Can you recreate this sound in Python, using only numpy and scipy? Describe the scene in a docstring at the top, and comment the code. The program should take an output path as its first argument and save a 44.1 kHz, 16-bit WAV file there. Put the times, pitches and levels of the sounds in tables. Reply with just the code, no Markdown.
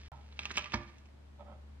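"""A low hum in a quiet kitchen, cut by one short dropout; a knife meets a garlic clove with a soft knock.
The hand leans on the flat of the blade and the dry skin crackles and snaps, each snap exciting the wooden
board. The clove gives way and the blade slaps down: the board rings and the counter thuds beneath it.
Later the next clove slides over the board, tiny slips rubbing the resonances of the wood."""
import sys
import numpy as np
from scipy import signal
from scipy.fft import rfft, irfft
from scipy.io import wavfile
from scipy.ndimage import uniform_filter1d, map_coordinates

SR = 44100
rng = np.random.default_rng(int(sys.argv[2]) if len(sys.argv) > 2 else 0)


def wav_out(sig):
    """Save sig, one row per channel (or a flat mono array), as 16-bit PCM at SR to the path in sys.argv[1]."""
    wavfile.write(sys.argv[1], SR, np.round(np.clip(np.atleast_2d(sig).T, -1, 1) * 32767).astype(np.int16))


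N = 79380
TIME = np.arange(N) / SR


def amp(db):
    """Decibels to gain."""
    return 10 ** (np.asarray(db) / 20)


def fade(t, t60):
    """A decay that falls 60 dB in t60 seconds."""
    return amp(-60 * t / t60)


def unit_rms(x):
    """Scales to rms 1."""
    return x / np.sqrt(np.mean(x ** 2) + 1e-20)


def unit_energy(x):
    """Scales to energy 1."""
    return x / np.sqrt(np.sum(x ** 2) + 1e-20)


def curve_at(points, hz):
    """Reads a curve over log frequency."""
    f, value = np.transpose(points)
    return np.interp(np.log(hz + 1), np.log(f), value)


def automation(points):
    """Draws straight ramps between points in time."""
    return np.interp(TIME, *np.transpose(points))


def add(mix, start_s, sound):
    """Lays a sound into the mix."""
    part = mix[round(start_s * SR):][:len(sound)]
    part += sound[:len(part)]


def through(x, response):
    """Passes a sound through an impulse response."""
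    return signal.fftconvolve(x, response)[:len(x)]


def low_cut(x, hz, order):
    """Rolls off the bass."""
    return signal.sosfilt(signal.butter(order, hz, "high", fs=SR, output="sos"), x)


def stereo(spectra, correlation):
    """Blends two unrelated spectra into a left and right of the given correlation."""
    (a, b), same = spectra, np.clip(correlation, -1, 1)
    return np.array([a, same * a + np.sqrt(1 - same ** 2) * b])


def click(eq, pitch=1, size=2048):
    """A sharp minimum-phase click coloured by an EQ curve."""
    hz = abs(np.fft.fftfreq(size, 1 / SR))
    log_gain = np.log(amp(curve_at(eq, hz / pitch)))
    spectrum = np.exp(np.conj(signal.hilbert(log_gain)))
    return unit_energy(np.fft.ifft(spectrum).real)


def ring(modes, pitch=1):
    """The dying modes of a struck body."""
    t = TIME[:SR // 2]
    partials = (amp(db) * fade(t, t60) * np.sin(2 * np.pi * hz * pitch * t) for hz, db, t60 in modes)
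    return unit_energy(sum(partials))


def grains(per_s, spread_db=4.3):
    """Random tiny impulses, a few of them large."""
    size = amp(spread_db * np.minimum(rng.exponential(1, N), 4))
    return unit_rms(size * rng.choice([-1, 1], N) * (rng.random(N) < per_s / SR))


# colour of the room tone: freq_hz, gain_db
ROOM_TONE_EQ = [(20, -10), (45, -1.5), (70, -5), (130, 2.5), (170, -7.5), (220, -3), (400, -9), (1000, -14),
                (2000, -19.5), (4000, -25), (8000, -34.5), (12000, -42), (15000, -50)]
# stereo image of the room tone: freq_hz, correlation
ROOM_TONE_IMAGE = [(60, 0.4), (130, 1), (290, 0.05), (630, 0), (3000, -.15), (15000, -.1)]

def room_tone(level_db=-62):
    """A soft, dark bed of noise, wide in the treble."""
    hz = np.fft.rfftfreq(N, 1 / SR)
    noise = stereo(rfft(rng.standard_normal((2, N))), curve_at(ROOM_TONE_IMAGE, hz))
    return amp(level_db) * unit_rms(irfft(noise * amp(curve_at(ROOM_TONE_EQ, hz)), N))


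# drift of the hum: time_s, pitch_hz, level_db
HUM_DRIFT = [(0, 72, -51.5), (.2, 72, -53), (.35, 71.5, -52), (0.602, 72, -54), (.75, 71.5, -61),
             (1.0, 71.5, -57), (1.2, 72, -55.5), (1.5, 72, -52.5), (1.8, 72, -51.5)]

def appliance_hum(third_harmonic_db=-17):
    """A low tone with a faint third harmonic, slightly to the left."""
    time_s, pitch_hz, level_db = np.transpose(HUM_DRIFT)
    phase = 2 * np.pi * np.cumsum(np.interp(TIME, time_s, pitch_hz)) / SR
    tone = np.sin(phase) + amp(third_harmonic_db) * np.sin(3 * phase)
    return np.sqrt(2) * amp(np.interp(TIME, time_s, level_db)) * tone * amp([[.6], [-.6]])


# the resonances dip as the clove is pressed down: time_s, pitch_ratio
WOOD_BEND = [(1.40, 1.018), (1.43, 0.95), (1.51, 1.0), (1.561, 0.98)]

def wood_noise(resonances, grains_per_s=900, steady_s=.012):
    """Tiny impulses blurred by the resonances of the wood, each resonance held at an even level."""
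    hz, drive, noise = np.fft.rfftfreq(N, 1 / SR), rfft(grains(grains_per_s)), np.zeros(N)
    for centre_hz, width_hz, db in resonances:
        tone = signal.hilbert(irfft(drive / (1 + 1j * (hz - centre_hz) / width_hz) ** 2, N))
        envelope = uniform_filter1d(abs(tone), round(steady_s * SR))
        noise += amp(db) * unit_rms(tone.real / (envelope + 1e-12))
    playhead = np.cumsum(automation(WOOD_BEND))
    return unit_rms(map_coordinates(noise, [playhead], order=3, mode="wrap"))


# low and high resonances of the wood: centre_hz, width_hz, gain_db
WOOD_LOWS = [(212.4, 11.4, -4.5), (590.6, 42, 1.5)]
WOOD_HIGHS = [(853, 88, 4), (907, 30, -17.5), (1290, 62, -2.5), (2170, 570, -8), (3180, 250, -13)]
# the opening knock's tail, then two slides:
# start_s, level_db, rise_s, hold_s, release_t60_s, lows_over_highs_db
TAIL_AND_SLIDE_CUES = [(0.115, -55.5, 0.0014, 0.0027, 0.43, -8.5), (1.384, -51, 0.023, 0.0067, 0.13, 3),
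                       (1.45, -55, 0.02, 0.062, 0.11, 3)]

def knock_tail_and_slides():
    """The noisy tail of the opening knock dying away, then the clove's two slides over the board."""
    lows, highs, out = wood_noise(WOOD_LOWS), wood_noise(WOOD_HIGHS), np.zeros(N)
    for start_s, db, rise_s, hold_s, release_s, lows_db in TAIL_AND_SLIDE_CUES:
        age = TIME - start_s
        envelope = np.clip(age / rise_s, 0, 1) * fade(np.maximum(age - rise_s - hold_s, 0), release_s)
        blend = (highs + amp(lows_db) * lows) / np.hypot(1, amp(lows_db))
        out += amp(db) * envelope * blend
    return out


# hollow ring of knife on clove: pitch_hz, gain_db, t60_s
TOUCH_MODES = [(135.3, 0.5, 0.42), (548, -17.5, .2), (827.6, -5, 0.14), (922.5, -2, 0.1), (966, -7, 0.093),
               (1320, -19, 0.33)]

def knife_touch(start_s=.1195, level_db=-20.5):
    """The opening knock: the knife is laid against the clove with a short hollow ring."""
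    out = np.zeros(N)
    add(out, start_s, amp(level_db) * ring(TOUCH_MODES))
    return out


# ring of the board with the blade on it, and of the counter below: pitch_hz, gain_db, t60_s
BOARD_MODES = [(205.5, -7.5, 0.31), (600.4, 2, 0.1), (830.3, 2.5, 0.072), (908, 3, 0.017),
               (1015.5, -2.5, 0.1), (1194.5, 9.5, 0.07), (1324, -7.5, 0.11), (1651, -1, 0.086),
               (1970, -7, 0.16), (2445, -4.5, 0.14), (2683, -19, 0.079), (3118, -5.5, 0.06)]
COUNTER_MODES = [(64, -5.5, 0.4), (100.1, 1.5, 0.22), (127, 0.5, 0.3), (166, -2.5, .06), (225.4, 4, 0.1),
                 (269.4, -9, 0.23), (342, -5.5, 0.29)]
# colour of the blade's clack: freq_hz, gain_db
CLACK_EQ = [(80, -14), (400, -11), (570, 6), (710, -12.5), (950, 3), (1500, -2), (2200, -0.5),
            (3500, -11.5), (4800, -5), (6500, -17), (9000, -45), (15000, -38)]
# blade hits on the board: start_s, ring_db, clack_db, thud_db
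BLADE_HITS = [(0.7375, -9, -14, -35), (0.7409, -19.5, -9.5, -25), (0.7428, -15, -9.5, -4),
              (0.7467, -45, -21.5, -21.5), (0.7573, -27, -20, -23), (.774, -25, -34, -29.5)]

def blade_on_board(skin_push, slap_s=.0017):
    """The blade clacks down and the counter thuds; the board rings from these hits and the skin's push."""
    slap = np.exp(-TIME[:2048] / slap_s)  # the blade lands along its length
    rings, clacks, thuds = np.zeros((3, N))
    for start_s, ring_db, clack_db, thud_db in BLADE_HITS:
        add(rings, start_s, amp([ring_db]))
        add(clacks, start_s, amp(clack_db) * unit_energy(rng.standard_normal(len(slap)) * slap))
        add(thuds, start_s, amp([thud_db]))
    rings += low_cut(skin_push, hz=816, order=3)  # the light skin barely moves the low modes
    wood = through(rings, ring(BOARD_MODES)) + through(thuds, ring(COUNTER_MODES))
    return wood + through(clacks, click(CLACK_EQ))


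# swell of the fine crackle: time_s, level_db
CRACKLE_LEVEL = [(0, -60), (.082, -61.5), (.12, -71.5), (.3, -69), (0.377, -62), (.41, -55.5),
                 (.465, -50.5), (.492, -57.5), (0.513, -42), (0.529, -62.5), (0.557, -48), (0.572, -46.5),
                 (0.608, -49.5), (0.659, -53), (.70, -60.5), (0.736, -46), (.80, -61.5), (1.0, -73.5),
                 (1.148, -98)]
# its papery colour: freq_hz, gain_db
CRACKLE_EQ = [(80, 9), (250, 1), (900, -12.5), (1700, 0), (2600, 1), (4200, -2.5), (6000, -7),
              (8000, -21.5), (11000, -37), (15000, -46)]

def skin_crackle(to_board_db=-21):
    """The dry skin crackles in tiny grains; returns the sound and its push on the board."""
    cracks = grains(per_s=1400) * amp(automation(CRACKLE_LEVEL))
    return through(cracks, click(CRACKLE_EQ)), amp(to_board_db) * cracks


# ring of the split skin against the blade: pitch_hz, gain_db, t60_s
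SKIN_MODES = [(2640, 3.5, 0.016), (2487, -12, 0.045), (3200, -4.5, 0.0083), (3892, -5, 0.019),
              (5500, -16, 0.004)]
# colour of a snap's sharp attack: freq_hz, gain_db
ATTACK_EQ = [(60, -28), (220, -16), (600, -15), (1200, -23), (2000, -3.5), (2600, 8.5), (3300, -1),
             (4400, -13), (5600, -1.5), (8000, -22), (10500, -47), (15000, -32)]
# snaps of the skin: start_s, level_db, pitch_ratio, splinter_s, to_board_db, treble_db
SNAP_CUES = [(0.325, -34.5, 1.55, .001, -7, -18), (0.3917, -12, 1.003, 0.00038, -19, -8.5),
             (0.3930, -16.5, 1.46, 0.00021, -5.5, -10.5), (0.434, -22, 0.93, 0.0007, -14.5, -1),
             (0.4552, -11.5, 1.04, 0.0008, -6, -2), (.506, -17, 0.58, 0.0028, -12, -8),
             (.511, -24.5, 0.66, 0.0026, -21, -7), (0.516, -26.5, 1.1, 0.0022, -19, 10),
             (0.5416, -28.5, 0.93, 0.0011, -25, 6), (0.569, -16.5, 0.9, 0.0045, -16, 8),
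             (0.571, -11, 0.95, 0.002, -24, 9.5), (0.5747, -4.5, .97, 0.00064, -8, -6.5),
             (0.58, -8.5, 1.2, 0.0006, 1, -5.5), (0.582, -15, 1.2, .0012, -5, 2),
             (0.593, -14.5, 1.0, 0.0005, -28, -4), (0.6434, -18, 0.98, .0008, -17, -4),
             (.6585, -22.5, 0.8, .0015, 0, 0), (0.7211, -20, 1.026, 0.00074, -7, -6.5),
             (.9582, -43, 0.77, 0.0013, -6, -2), (0.9835, -40, 1.03, 0.0027, -22, 9),
             (1.057, -39.5, 0.98, 0.003, -20, 4), (1.088, -45.5, 0.78, .0012, -7, 4)]

def skin_snaps(attack_db=5.5, treble_hz=5380, splinter_gain_per_s=280):
    """The skin breaks in snaps with trailing splinters; returns the sound and its push on the board."""
    t = TIME[:2048]
    sound, push = np.zeros((2, N))
    for start_s, db, pitch, splinter_s, to_board_db, treble_db in SNAP_CUES:
        splinters = rng.standard_normal(len(t)) ** 3 * t * np.exp(-t / splinter_s)  # cubed: spiky
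        fracture = splinter_gain_per_s * splinter_s * unit_energy(splinters)
        fracture[0] = 1  # the break itself
        snap = ring(SKIN_MODES, pitch)[:len(t)] + amp(attack_db) * click(ATTACK_EQ, pitch)
        shelf = click([(treble_hz / 2, 0), (treble_hz * 2, 2 * treble_db)])
        add(sound, start_s, amp(db) * unit_energy(through(fracture, through(snap, shelf))))
        add(push, start_s, amp([db + to_board_db]))
    return sound, push


# decay of the reverb: freq_hz, t60_s
REVERB_DECAY = [(80, 0.72), (250, 0.28), (1000, 0.5), (2500, 0.61), (5000, 0.38), (12000, 0.17)]
# reverb against the direct sound: freq_hz, gain_db
REVERB_EQ = [(80, -13), (250, -6.5), (1000, -7.5), (2500, -10.5), (5000, -14.5), (12000, -27)]
# stereo image of the reverb: freq_hz, correlation
REVERB_IMAGE = [(60, .995), (130, 1), (290, 0.97), (630, 0.88), (1400, 0.43), (3000, -.2), (15000, -.2)]

def reverb_spectrum(hz, build_s=.022):
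    """The tail of a small room: noise that builds up, then dies at its own rate in each band."""
    band_hz, time_s, bands = signal.stft(rng.standard_normal((2, N)), SR, nperseg=256)
    t60 = curve_at(REVERB_DECAY, band_hz)[:, None]
    equal_energy = np.sqrt(2 * np.log(1000) / (t60 * SR))
    tail = signal.istft(bands * fade(time_s, t60) * equal_energy, SR, nperseg=256)[1][:, :N]
    tail *= np.minimum(TIME / build_s, 1)
    return stereo(rfft(tail, 2 * N), curve_at(REVERB_IMAGE, hz)) * amp(curve_at(REVERB_EQ, hz))


# the board sits to the right: freq_hz, left_minus_right_db
BOARD_PAN = [(60, -2.5), (200, -1.5), (370, -2.5), (690, -9), (1270, -8.5), (2340, -6), (4300, -1.5),
             (8000, 0.5), (15000, -2)]
# phase between the sides: freq_hz, left_lead_rad
BOARD_PHASE = [(30, 0), (690, -.15), (1550, -1.3), (2600, -1.7), (3800, -2.0), (4900, -2.2), (6700, -2.8),
               (9000, -2.8), (13000, -2.1)]
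# stereo image of the early reflections: freq_hz, correlation
EARLY_IMAGE = [(300, 0.67), (2500, 0.65), (5000, 0.75), (10000, 0.2)]

def kitchen(x, early_db=-7.5, early_t60_s=.039):
    """Direct sound from the right, early reflections off hand, counter and bowls, then the reverb."""
    hz = np.fft.rfftfreq(2 * N, 1 / SR)
    scatter = rng.standard_normal((2, N)) * (TIME > .002) * fade(TIME, early_t60_s)
    early = stereo(rfft([unit_energy(side) for side in scatter], 2 * N), curve_at(EARLY_IMAGE, hz))
    pan = amp(np.outer([.5, -.5], curve_at(BOARD_PAN, hz)))
    phase_shift = np.exp(1j * np.outer([1, 0], curve_at(BOARD_PHASE, hz)))
    close = pan * phase_shift * (1 + amp(early_db) * early)
    tail = reverb_spectrum(hz) * pan ** .96
    source = rfft(low_cut(x, hz=57, order=4), 2 * N)
    return irfft(source * (close + tail))[:, :N]


def scene():
    """Garlic, knife and board in the kitchen, over hum and room tone."""
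    snaps, snap_push = skin_snaps()
    crackle, crackle_push = skin_crackle()
    crush = snaps + crackle + blade_on_board(snap_push + crackle_push)
    return kitchen(knife_touch() + crush + knock_tail_and_slides()) + appliance_hum() + room_tone()


def record(dry):
    """The sound drops out for 34 ms near the start, and the very top of the treble is cut."""
    gate = (TIME < .084) | (TIME > .118)
    high_cut = signal.firwin(255, cutoff=15200, window=("kaiser", 9), fs=SR)
    return signal.oaconvolve(dry * gate, high_cut[None], "same")


dry = scene()
out = record(dry)
wav_out(out)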